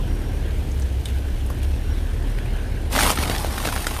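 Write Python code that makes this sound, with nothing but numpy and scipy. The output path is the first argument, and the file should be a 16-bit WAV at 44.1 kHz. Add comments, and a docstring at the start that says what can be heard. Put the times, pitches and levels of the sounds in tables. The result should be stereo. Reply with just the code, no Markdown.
"""A car crushes crispbread

A car creeps over damp asphalt with its engine idling, a brake squealing faintly and grit ticking
under its tyre. At 2.9 s the tyre meets a wrapped packet of crispbread: the first slices burst in a
dense crunch, then the rest snap one by one over crackling crumbs and film.
The tyre's sounds bounce between the road and the car's floor."""
import sys
import numpy as np
from scipy import signal
from scipy.fft import rfft, irfft, next_fast_len
from scipy.io import wavfile
from scipy.ndimage import uniform_filter1d, map_coordinates

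SR = 44100
rng = np.random.default_rng(int(sys.argv[2]) if len(sys.argv) > 2 else 0)


def digitize_waveform(pressure):
    """Quantize a signal to 16-bit integers and store it at the path in sys.argv[1].

    Rows of a 2-D input are taken as channels; values are limited to [-1, 1].
    """
    field = np.atleast_2d(pressure).T
    bounded = np.clip(field, -1, 1)
    quanta = np.round(bounded * 32767).astype(np.int16)
    wavfile.write(sys.argv[1], SR, quanta)


N = 176400

# how often the engine fires: t/s, f/Hz
FIRING_RATE = [(0, 37.76), (.4, 37.51), (.85, 32.92), (1.25, 33.19), (1.95, 37.68), (2.35, 38.26),
               (2.95, 36.93), (3.3, 37.78), (4, 34.8)]
# the exhaust: t/s, firing tone level/dB, boom level/dB
EXHAUST_LEVELS = [(0, -24.5, -31.5), (.45, -26, -26.5), (.7, -26.5, -24.5), (1.05, -39, -22),
                  (1.35, -28.5, -29), (1.7, -25.5, -24), (2.3, -22.5, -30.5), (2.6, -27, -32.5),
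                  (2.9, -25, -25.5), (3.2, -29.5, -28.5), (4, -31, -35)]
# the engine's rumble: t/s, level/dB
RUMBLE_LEVEL = [(0, -30), (.6, -30.5), (1, -33), (3.3, -31), (4, -35.5)]
# its tone colour: f/Hz, level/dB
RUMBLE_SPECTRUM = [(30, -23), (62, -0.5), (115, -1), (160, -9.5), (280, -9), (450, -14.5), (800, -24.5),
                   (8000, -86)]
# how alike it is left and right: f/Hz, likeness (-1 to 1)
RUMBLE_ALIKE = [(60, 1), (200, 0.9), (700, 0.81)]
# the engine bay's whirr: t/s, level/dB
WHIRR_LEVEL = [(0, -37), (1, -41), (2.5, -36), (4, -42)]
# its tone colour: f/Hz, level/dB
WHIRR_SPECTRUM = [(250, -2), (670, 4), (1220, -0.5), (1520, 9), (1950, -1.5), (3300, -7), (4500, -12.5),
                  (7600, -18), (14500, -23)]
# how alike it is left and right: f/Hz, likeness (-1 to 1)
WHIRR_ALIKE = [(400, -0.42), (1450, -0.78), (2800, 0.28), (7000, -0.2)]

# rubber leaving the road: f/Hz, level/dB
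TREAD_SPECTRUM = [(1500, -1), (3000, 9), (5000, -2.5), (14000, -5)]
# stones scraping: middle t/s, level/dB
SCRAPES = [(1.088, -43), (1.635, -48.5)]
# echo under the car: f/Hz, time to fade by 60 dB t/s
ECHO_DECAY = [(200, 0.033), (1500, 0.062), (10000, 0.066)]
# echo against direct sound: f/Hz, level/dB
ECHO_SPECTRUM = [(700, -12), (1500, -6), (3500, -3.5)]
# the brake rubbing: middle t/s, half length t/s
SQUEALS = [(.22, .17), (1.85, 0.18)]
# grit under the tyre: t/s, level/dB, pitch f/Hz
GRIT_TICKS = [(.713, -41, 6260), (.797, -40, 8700), (.82, -37.5, 5960), (1.055, -29.5, 3100),
              (1.055, -31.5, 8340), (1.462, -38.5, 9900), (1.5, -30, 950), (1.5, -39, 12480),
              (1.63, -39, 9000), (2.386, -33.5, 2374)]
# how a stone rings: multiple of its pitch, level/dB
STONE_RING = [(.25, -28), (.72, -10), (1, 1), (2.6, -26.5)]

# crushing: t/s, crumb level/dB, crackle level/dB
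CRUSH_LEVELS = [(2.895, -51, -50.5), (2.927, -27.5, -27.5), (2.965, -25, -24.5), (3.03, -23, -21),
                (3.108, -23.5, -21.5), (3.15, -34, -33.5), (3.235, -28.5, -28), (3.27, -30, -31),
                (3.5, -32.5, -36), (3.66, -32, -31), (3.82, -35, -33), (4, -34.5, -37)]
# breaking crumbs: f/Hz, level/dB
CRUMB_SPECTRUM = [(70, -20.5), (140, -1), (270, 3.5), (420, -8), (780, 2.5), (1450, -6), (2300, -14),
                  (3300, -11), (5500, -14.5), (14000, -26)]
# crackling film and crust: f/Hz, level/dB
CRACKLE_SPECTRUM = [(800, -21.5), (2000, 1.5), (4000, -1), (6000, -3), (7700, -6), (8700, 1.5),
                    (11000, -1.5), (14500, -5.5)]
# slices and film snapping: t/s, level/dB, pitch f/Hz
SNAPS = [(2.923, -30, 6534), (2.95, -22, 1400), (2.96, -17, 1195), (2.978, -17.5, 960), (2.986, -14, 1602),
         (3.007, -16.5, 1500), (3.024, -22.5, 2200), (3.033, -22, 3500), (3.042, -22, 1200),
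         (3.054, -23, 1330), (3.063, -20, 1020), (3.074, -18, 1010), (3.094, -21.5, 930),
         (3.102, -14.5, 951), (3.113, -22.5, 8330), (3.172, -21.5, 1480), (3.185, -22, 810),
         (3.235, -24.5, 2440), (3.276, -27, 1498), (3.296, -23, 2240), (3.311, -26.5, 2014),
         (3.348, -24.5, 1900), (3.362, -26, 1000), (3.379, -28, 5000), (3.445, -25, 720),
         (3.578, -25.5, 1711), (3.601, -27, 1300), (3.648, -25.5, 1907), (3.653, -19, 841),
         (3.672, -22, 1566), (3.686, -23.5, 1490), (3.723, -22, 1109), (3.761, -22, 760),
         (3.776, -27.5, 1690), (3.843, -29, 1874), (3.867, -19, 1646), (3.867, -24, 8550),
         (3.908, -28, 1200), (3.964, -28.5, 1290), (3.989, -29, 1100)]
# how a slice rings: multiple of its pitch, level/dB
SLICE_RING = [(.15, -22.5), (.55, -10), (1, -0.5), (1.45, -12), (2.2, -11), (9, -27)]
# the stack hitting the road: t/s, level/dB
KNOCKS = [(2.97, -24), (3.031, -24), (3.067, -24.5), (3.186, -23.5), (3.296, -20), (3.445, -23),
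          (3.672, -22), (3.868, -28.5), (3.912, -28)]
# one dull knock: f/Hz, level/dB
KNOCK_SPECTRUM = [(80, -21), (230, 4.5), (700, -2), (3000, -61)]


def amp(db):
    """Turn decibels into a gain."""
    return 10 ** (np.asarray(db) / 20)


def unit(x):
    """Scale to an average strength (rms) of 1."""
    return x / np.sqrt(np.mean(x ** 2) + 1e-20)


def along(points, hz):
    """Read a (f/Hz, value) table at hz, on a log axis."""
    f, v = np.transpose(points)
    return np.interp(np.log(hz + 1), np.log(f + 1), v)


def curves(rows):
    """One value per sample for each column after the time."""
    s, *cols = np.transpose(rows)
    return [np.interp(np.arange(N) / SR, s, c) for c in cols]


def wobble(rate):
    """A smooth random curve through rate points a second."""
    return map_coordinates(rng.standard_normal(2048), [np.arange(N) * rate / SR], mode="wrap")


def filtered(x, response):
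    """Scale each frequency of x by response(hz)."""
    m = next_fast_len(N + SR // 2)
    return irfft(rfft(x, m) * response(np.fft.rfftfreq(m, 1 / SR)), m)[..., :N]


def rush(spectrum, alike):
    """Stereo noise with the given tone colour."""
    def response(hz):
        width = np.arccos(np.clip(along(alike, hz), -1, 1)) / 2
        return amp(along(spectrum, hz)) * [np.cos(width), np.sin(width)]
    mid, side = filtered(rng.standard_normal((2, N)), response)
    return unit(np.array([mid + side, mid - side]))


def patchy(x, depth_db):
    """Let each band of pitches swell and sink on its own."""
    bands = signal.stft(x, nperseg=512)[2]
    swells = uniform_filter1d(rng.standard_normal(bands.shape[1:]), size=5, axis=0)
    swells = uniform_filter1d(swells, size=9, axis=1)
    return unit(signal.istft(bands * amp(depth_db * unit(swells)), nperseg=512)[1][:, :N])


def engine():
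    """The firing rate sets the exhaust's low tones and makes the rumble and whirr throb."""
    rate_hz, = curves(FIRING_RATE)
    firing_db, boom_db = curves(EXHAUST_LEVELS)
    phase = 2 * np.pi * np.cumsum(rate_hz) / SR
    pulse = np.sin(phase)
    tones = amp(firing_db + 2.9 * wobble(32)) * pulse
    tones += amp(boom_db - 2.5 + 1.6 * wobble(21)) * np.sin(2 * phase + wobble(6.1) / 2)
    tones += amp(-39.5 + 1.3 * wobble(4.9)) * np.sin(3 * phase + .5 * wobble(8.5))
    boom = rush([(46, -32), (63, 1.0), (79, -12.5), (110, -21.5), (900, -110)], RUMBLE_ALIKE)
    boom *= amp(boom_db - 1.5)
    rumble = rush(RUMBLE_SPECTRUM, RUMBLE_ALIKE)
    rumble *= amp(curves(RUMBLE_LEVEL)[0]) * (1 + .082 * pulse)
    whirr = patchy(rush(WHIRR_SPECTRUM, WHIRR_ALIKE), depth_db=2.5)
    whirr *= amp(curves(WHIRR_LEVEL)[0]) * (1 + .12 * pulse)
    return np.sqrt(2) * tones + boom + rumble + whirr


def impulses(s, sizes, lag_s):
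    """Clicks at times s, heard lag_s earlier on the left than on the right."""
    at = lambda t: np.clip(np.round(t * SR), 0, N).astype(int).ravel()
    return np.array([np.bincount(at(s + side * lag_s / 2), sizes.ravel(), N + 1)[:N] for side in (-1, 1)])


def fractures(per_s, spread_db, clump_db, lag_s, scatter_s, count=60000):
    """Countless tiny clicks of uneven size, in clumps."""
    s = np.cumsum(rng.exponential(1, count)) / per_s
    sizes = rng.choice([-1, 1], count) * amp(spread_db * np.minimum(rng.standard_normal(count), 2))
    clicks = impulses(s, sizes, lag_s + scatter_s * rng.standard_normal(count))
    return unit(clicks * amp(clump_db * np.minimum(wobble(170), 2)))


def struck(clicks, spectrum, size=2048):
    """Each click rings a body with the given tone colour."""
    cepstrum = irfft(np.log(amp(along(spectrum, np.fft.rfftfreq(size, 1 / SR)))))
    cepstrum[1:size // 2] *= 2
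    cepstrum[size // 2 + 1:] = 0  # no ringing before the click
    body = irfft(np.exp(rfft(cepstrum)))
    return signal.fftconvolve(clicks, body[None] / np.linalg.norm(body), axes=1)[:, :N]


def tread(scrape_half_s=.019):
    """The tread peels off the damp road with a fine crackle; stones scrape briefly under it."""
    t = np.arange(N) / SR
    peeling = amp(-47) * np.exp(-((t - 1.15) / 1.4) ** 2)
    scraping = sum(amp(db) * np.exp(-((t - s) / scrape_half_s) ** 2) for s, db in SCRAPES)
    crackle = fractures(per_s=2000, spread_db=3, clump_db=2, lag_s=0, scatter_s=.0002)
    return (peeling + scraping) * struck(crackle, TREAD_SPECTRUM)


def underbody_echo(x, delay_s=.00079, size=1764):
    """Quick echoes between road, tyre and car floor keep changing as the wheel moves on."""
    pieces = x.reshape(2, -1, size)  # each piece gets its own tail of fading noise
    noise = rng.standard_normal(pieces.shape[:2] + (2 * size,))
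    hz, t, bands = signal.stft(noise, SR, nperseg=256)
    fade = amp(-60 * t / along(ECHO_DECAY, hz)[:, None])
    tails = signal.istft(bands * fade, SR, nperseg=256)[1]
    tails /= np.linalg.norm(tails, axis=-1, keepdims=True)
    echoes = signal.fftconvolve(pieces, tails, axes=-1)
    out = np.zeros((2, N + SR))
    for k in range(pieces.shape[1]):
        out[:, k * size:][:, :echoes.shape[-1]] += echoes[:, k]
    bounce = lambda f: amp(along(ECHO_SPECTRUM, f)) * np.exp(-2j * np.pi * f * delay_s)
    return filtered(out[:, :N], bounce)


def brake(pitch_hz=5610, level_db=-57, flutter_db=4.0):
    """A rubbing brake squeals in thin chirps that swell and fade as the wheel turns."""
    t = np.arange(N) / SR
    swell = sum(np.exp(-((t - s) / half_s) ** 4) for s, half_s in SQUEALS)
    phase = 2 * np.pi * pitch_hz * t + np.array([wobble(200), wobble(200)])
    return amp(level_db + flutter_db * wobble(50)) * swell * np.sin(phase)


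def crack_steps(step_s, fade_db, lag_s, scatter_s, count=24, size=1024):
    """A crack runs in quick clicks at its own pace, swelling and fading."""
    gap, strength, place = rng.standard_normal((3, count))
    times = np.cumsum(step_s * np.exp(.2 * rng.standard_normal() + .4 * gap))
    sizes = strength * amp(-fade_db * np.abs(np.arange(count) / count - .25))
    return impulses(times, sizes, lag_s + scatter_s * place)[:, :size]


def add_break(out, s, db, body):
    """One break rings its body at time s; db is its level over 4 ms."""
    clicks = crack_steps(step_s=.0003, fade_db=43.5, lag_s=.00003, scatter_s=.00002)
    ring = struck(clicks, body)
    ring *= np.sqrt(.004 * SR / np.mean(np.sum(ring ** 2, axis=1)))
    slot = out[:, round(s * SR):][:, :ring.shape[1]]
    slot += amp(db) * ring[:, :slot.shape[1]]


def cracks(rows, ring):
    """Brittle pieces break, each ringing around its own pitch."""
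    out = np.zeros((2, N))
    for s, db, hz in rows:
        add_break(out, s, db, [(hz * multiple, level) for multiple, level in ring])
    return out


def crunch():
    """The tyre's weight grinds the bread and crinkles its wrapper."""
    crumb_db, crackle_db = curves(CRUSH_LEVELS)
    coarse = fractures(per_s=4500, spread_db=5.0, clump_db=1.55, lag_s=.00004, scatter_s=.00004)
    fine = fractures(per_s=6000, spread_db=4.5, clump_db=2.3, lag_s=-.000033, scatter_s=.0001)
    crumbs = struck(coarse, CRUMB_SPECTRUM)
    crackle = patchy(struck(fine, CRACKLE_SPECTRUM), depth_db=1.5)
    return amp(crumb_db) * crumbs + amp(crackle_db) * crackle


def knocks():
    """The stack of slices gives way and hits the road with dull blows."""
    out = np.zeros((2, N))
    for s, db in KNOCKS:
        add_break(out, s, db, KNOCK_SPECTRUM)
    return out


def scene():
    """Mix the tyre's sounds with their echo, the engine and the brake."""
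    tyre = crunch() + cracks(SNAPS, SLICE_RING) + knocks() + cracks(GRIT_TICKS, STONE_RING) + tread()
    tyre *= amp([[.5], [-.5]])  # slightly to the left
    return tyre + underbody_echo(tyre) + engine() + brake()


def record(dry, top_hz=14650):
    """Cut off the very highest treble."""
    return filtered(dry, lambda hz: 1 / np.sqrt(1 + (hz / top_hz) ** 240))


dry = scene()
out = record(dry)
digitize_waveform(out)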